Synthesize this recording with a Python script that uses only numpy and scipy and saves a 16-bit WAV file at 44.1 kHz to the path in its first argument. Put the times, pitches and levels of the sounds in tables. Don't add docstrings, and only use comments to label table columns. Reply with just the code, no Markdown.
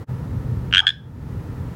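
import sys
import numpy as np
from scipy import signal
from scipy.fft import rfft, irfft
from scipy.io import wavfile
from scipy.ndimage import uniform_filter1d, minimum_filter1d

SR = 44100
rng = np.random.default_rng(int(sys.argv[2]) if len(sys.argv) > 2 else 0)


def transcribe(u):
    v = np.clip(np.atleast_2d(u).T, -1, 1)
    q = np.round(v * 32767).astype(np.int16)
    wavfile.write(sys.argv[1], SR, q)


N = 77175
TIME = np.arange(N) / SR

# frequency in Hz, relative density in dB.
AIR_SPECTRUM = [(12, -43), (20, -38), (58, -3), (127, -1), (177, -7.5), (204, -14.5), (241, -12),
                (347, -22), (459, -21.5), (698, -33), (923, -28), (1090, -34.5), (1330, -32.5), (1570, -39),
                (1810, -36), (2200, -44.5), (3530, -50), (4060, -50.5), (8650, -57.5), (14700, -58),
                (16000, -53.5)]
# time in seconds, gain in dB.
BASS_LEVEL = [(0, -4), (.18, 0), (.36, 1), (.55, 1), (.73, 2.5), (.92, 0), (1.14, -0.5), (1.3, 1),
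              (1.5, -1), (1.75, -2.5)]
# time in seconds, gain in dB.
HISS_LEVEL = [(0, 1), (.7, 0.5), (1.1, -0.5), (1.5, 0.5), (1.75, 1)]
# time in seconds, gain in dB.
OVERALL_LEVEL = [(.03, 1), (.044, -12), (.05, -27), (.064, -35), (.075, -15), (.093, 1)]
# delay in seconds, gain in dB.
ECHOES = [(.0034, -19), (.0088, -31)]
# frequency in Hz, relative density in dB.
TAIL_SPECTRUM = [(500, 2.5), (1650, -1), (2500, -2), (3380, -4), (4000, 2.5), (4800, -2), (5150, 12),
                 (5600, 6.5), (6800, -3), (9400, -4), (10150, 9), (11000, -7.5), (16000, -5.5)]
# start and length in seconds, first and last pitch in Hz,
# level in dB.
WHINES = [(.785, .085, 839, 760, -28), (.812, 0.053, 1220, 1320, -26.5), (.815, 0.083, 1650, 1590, -30.5)]
# start in seconds, level in dB, pitch in Hz, swell in seconds,
# snap in dB relative to the pulse, top of the treble in Hz.
PULSES = [(0.7111, -28, 1610, 0.0003, 2, 4000), (0.7264, -8, 1550, 0.00096, 6, 6200),
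          (0.7374, -3, 1503, .0010, 6, 6500), (0.7477, 3.5, 1582, 0.000506, 6.5, 8200),
          (0.7581, 1, 1590, .0006, 6, 9500), (0.7687, 6, 1593, 0.002, -7, 11000),
          (.7799, 10.5, 1632, .0016, -4, 12500), (0.7903, 10, 1646, 0.0023, -12.5, 12500),
          (0.8013, 6.5, 1629, .0020, -9.5, 12500), (0.8679, 12.5, 1679, .0022, -11.5, 13000),
          (0.8776, 9, 1687, 0.0023, -24.5, 12500), (0.888, 5, 1691, 0.0036, -26, 12000),
          (0.9026, 1, 1702, 0.0019, -25, 11000)]
# multiple of the pitch, relative level in dB.
PARTIALS = [(.98, -10.5), (2, -4.5), (3.06, -40), (4, -38), (5, -44.5), (6.15, -47.5), (7.7, -55.5)]
# frequency in Hz, relative level in dB, seconds to fall 60 dB.
THROAT_MODES = [(1590, -17, 0.013), (2280, -13, 0.005), (2900, -3, 0.0093), (3239, -9, 0.018),
                (4400, -33, 0.0097), (5976, -29, .008), (7760, -30, 0.0056), (12700, -29, .016)]
# frequency in Hz, relative density in dB.
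RASP_SPECTRUM = [(600, -34), (1500, -8.5), (2600, 11.5), (3800, 2), (4400, -3), (5500, -17.5), (6700, -8),
                 (9400, -25.5), (10600, -18), (13000, -28), (16000, -27.5)]

AIR_DB, SWAY_DB, SWAY_HZ, BASS_TOP_HZ = -29, 1.0, 4.5, 270
HUM_HZ, HUM_DB, HUM_WAVER_SHARE, HUM_SWAY_DB = 121, -39, 0.0535, 5
TAIL_DB, TAIL_DELAY_S = -18, .009
TAIL_LOW_T60_S, TAIL_TREBLE_T60_S, TAIL_SPLIT_HZ = 0.3, 0.25, 3200
JITTER_SHARE, JITTER_HZ, WHINE_WAVER_SHARE = .006, 500, 0.077
ONSET_S, START_SHARE, HOLD_PER_SWELL, FADE_S, FADE_PER_SWELL = .0003, .38, .5, .0011, .22
SAC_LOW_HZ, SNAP_SOFT_HZ = 1242, 8000
RASP_DB, RASP_DB_PER_DB, RASP_PULSING_DEPTH = -24, 0.068, 0.45
LIMIT_DB, LIMIT_ATTACK_S, LIMIT_HOLD_S, RELEASE_DB_PER_S = -0.2, 0.00019, 0.091, 36
STOPBAND_HZ = 16600


def from_db(db):
    return 10 ** (np.asarray(db) / 20)


def unit_rms(x):
    return x / np.sqrt(np.mean(x ** 2) + 1e-20)


def curve(rows):
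    return np.interp(TIME, *np.transpose(rows))


def butter(order, hz, kind="low"):
    return signal.butter(order, hz, kind, fs=SR, output="sos")


def noise(spectrum):
    hz, db = np.transpose(spectrum)
    bins = np.maximum(np.fft.rfftfreq(N, 1 / SR), 1)
    gain = from_db(np.interp(np.log(bins), np.log(hz), db)) * np.minimum(bins / hz[0], 1)
    return unit_rms(irfft(rfft(rng.standard_normal(N)) * gain, N))


def drift(hz):
    bins = np.fft.rfftfreq(N, 1 / SR)
    return unit_rms(irfft(rfft(rng.standard_normal(N)) / (1 + (bins / hz) ** 2), N))


def ring(clicks, hz, t60):
    radius, angle = from_db(-60 / (t60 * SR)), 2 * np.pi * hz / SR
    return signal.lfilter([0, np.sin(angle)], [1, -2 * radius * np.cos(angle), radius ** 2],
                          clicks + 1e-18)


def night_air():
    air = from_db(AIR_DB) * noise(AIR_SPECTRUM)
    bass = signal.sosfiltfilt(butter(2, BASS_TOP_HZ), air)
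    hiss = (air - bass) * from_db(curve(HISS_LEVEL))
    phase = 2 * np.pi * np.cumsum(HUM_HZ * (1 + HUM_WAVER_SHARE * drift(hz=7.1))) / SR
    hum = from_db(HUM_DB + HUM_SWAY_DB * drift(SWAY_HZ)) * np.sin(phase)
    sway = from_db(curve(BASS_LEVEL) + SWAY_DB * drift(SWAY_HZ))
    return hiss + (bass + hum) * sway


def surroundings(call):
    wash = noise(TAIL_SPECTRUM) * (TIME > TAIL_DELAY_S)
    low = signal.sosfiltfilt(butter(6, TAIL_SPLIT_HZ), wash)
    tail = low * from_db(-60 * TIME / TAIL_LOW_T60_S)
    tail += (wash - low) * from_db(-60 * TIME / TAIL_TREBLE_T60_S)
    tail *= from_db(TAIL_DB) / np.sqrt(np.sum(tail ** 2))
    near = sum(from_db(db) * np.interp(TIME - delay, TIME, call) for delay, db in ECHOES)
    return call + near + signal.fftconvolve(call, tail)[:N]


def whines():
    out = np.zeros(N)
    for start, length, first_hz, last_hz, db in WHINES:
        along = np.clip((TIME - start) / length, 0, 1)
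        hz = (first_hz + (last_hz - first_hz) * along) * (1 + WHINE_WAVER_SHARE * drift(hz=125))
        out += from_db(db) * np.sin(np.pi * along) * np.sin(2 * np.pi * np.cumsum(hz) / SR)
    return out


def larynx_snap(age):
    click = signal.sosfilt(butter(2, SNAP_SOFT_HZ), 1. * (age == 0))
    return sum((-1) ** k * from_db(db) * ring(click, hz, t60)
               for k, (hz, db, t60) in enumerate(THROAT_MODES))


def pulse_envelope(age, swell):
    onset = 1 - np.exp(-(age / ONSET_S) ** 2)
    rise = np.interp(age, [0, swell], [START_SHARE, 1])
    fading_for = np.maximum(age - swell - HOLD_PER_SWELL * swell, 0)
    return onset * rise * np.exp(-fading_for / (FADE_S + FADE_PER_SWELL * swell))


def frog():
    out = np.zeros(N)
    jitter = 1 + JITTER_SHARE * drift(JITTER_HZ)
    hiss = from_db(RASP_DB) * noise(RASP_SPECTRUM)
    age = TIME[:SR // 40]
    snap = larynx_snap(age)
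    for start, db, hz, swell, snap_db, top_hz in PULSES:
        span = slice(int(start * SR), int(start * SR) + len(age))
        phase = 2 * np.pi * hz * np.cumsum(jitter[span]) / SR
        tone = sum(from_db(level) * np.sin(multiple * phase) for multiple, level in PARTIALS)
        rasp = from_db(RASP_DB_PER_DB * db) * hiss[span] * (1 + RASP_PULSING_DEPTH * np.cos(phase))
        pulse = pulse_envelope(age, swell) * (tone + rasp) + from_db(snap_db) * snap
        out[span] += from_db(db) * signal.sosfilt(butter(4, top_hz), pulse)
    return signal.sosfilt(butter(4, SAC_LOW_HZ, "high"), out)


def scene():
    call = surroundings(frog() + whines())
    return ((call + night_air()) * from_db(curve(OVERALL_LEVEL)))[None]


def record(dry):
    over_db = np.maximum(20 * np.log10(np.abs(dry[0]) + 1e-9) - LIMIT_DB, 0)
    hold = 2 * int(LIMIT_HOLD_S * SR / 2) + 1
    held_db = -minimum_filter1d(-over_db, hold, origin=hold // 2)
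    release_db = RELEASE_DB_PER_S * TIME
    cut_db = np.maximum.accumulate(held_db + release_db) - release_db
    window = 2 * int(LIMIT_ATTACK_S * SR) + 1
    cut_db = uniform_filter1d(-minimum_filter1d(-cut_db, window), window)
    top_filter = signal.cheby2(16, 70, STOPBAND_HZ, fs=SR, output="sos")
    return signal.sosfilt(top_filter, dry * from_db(-cut_db))


dry = scene()
out = record(dry)
transcribe(out)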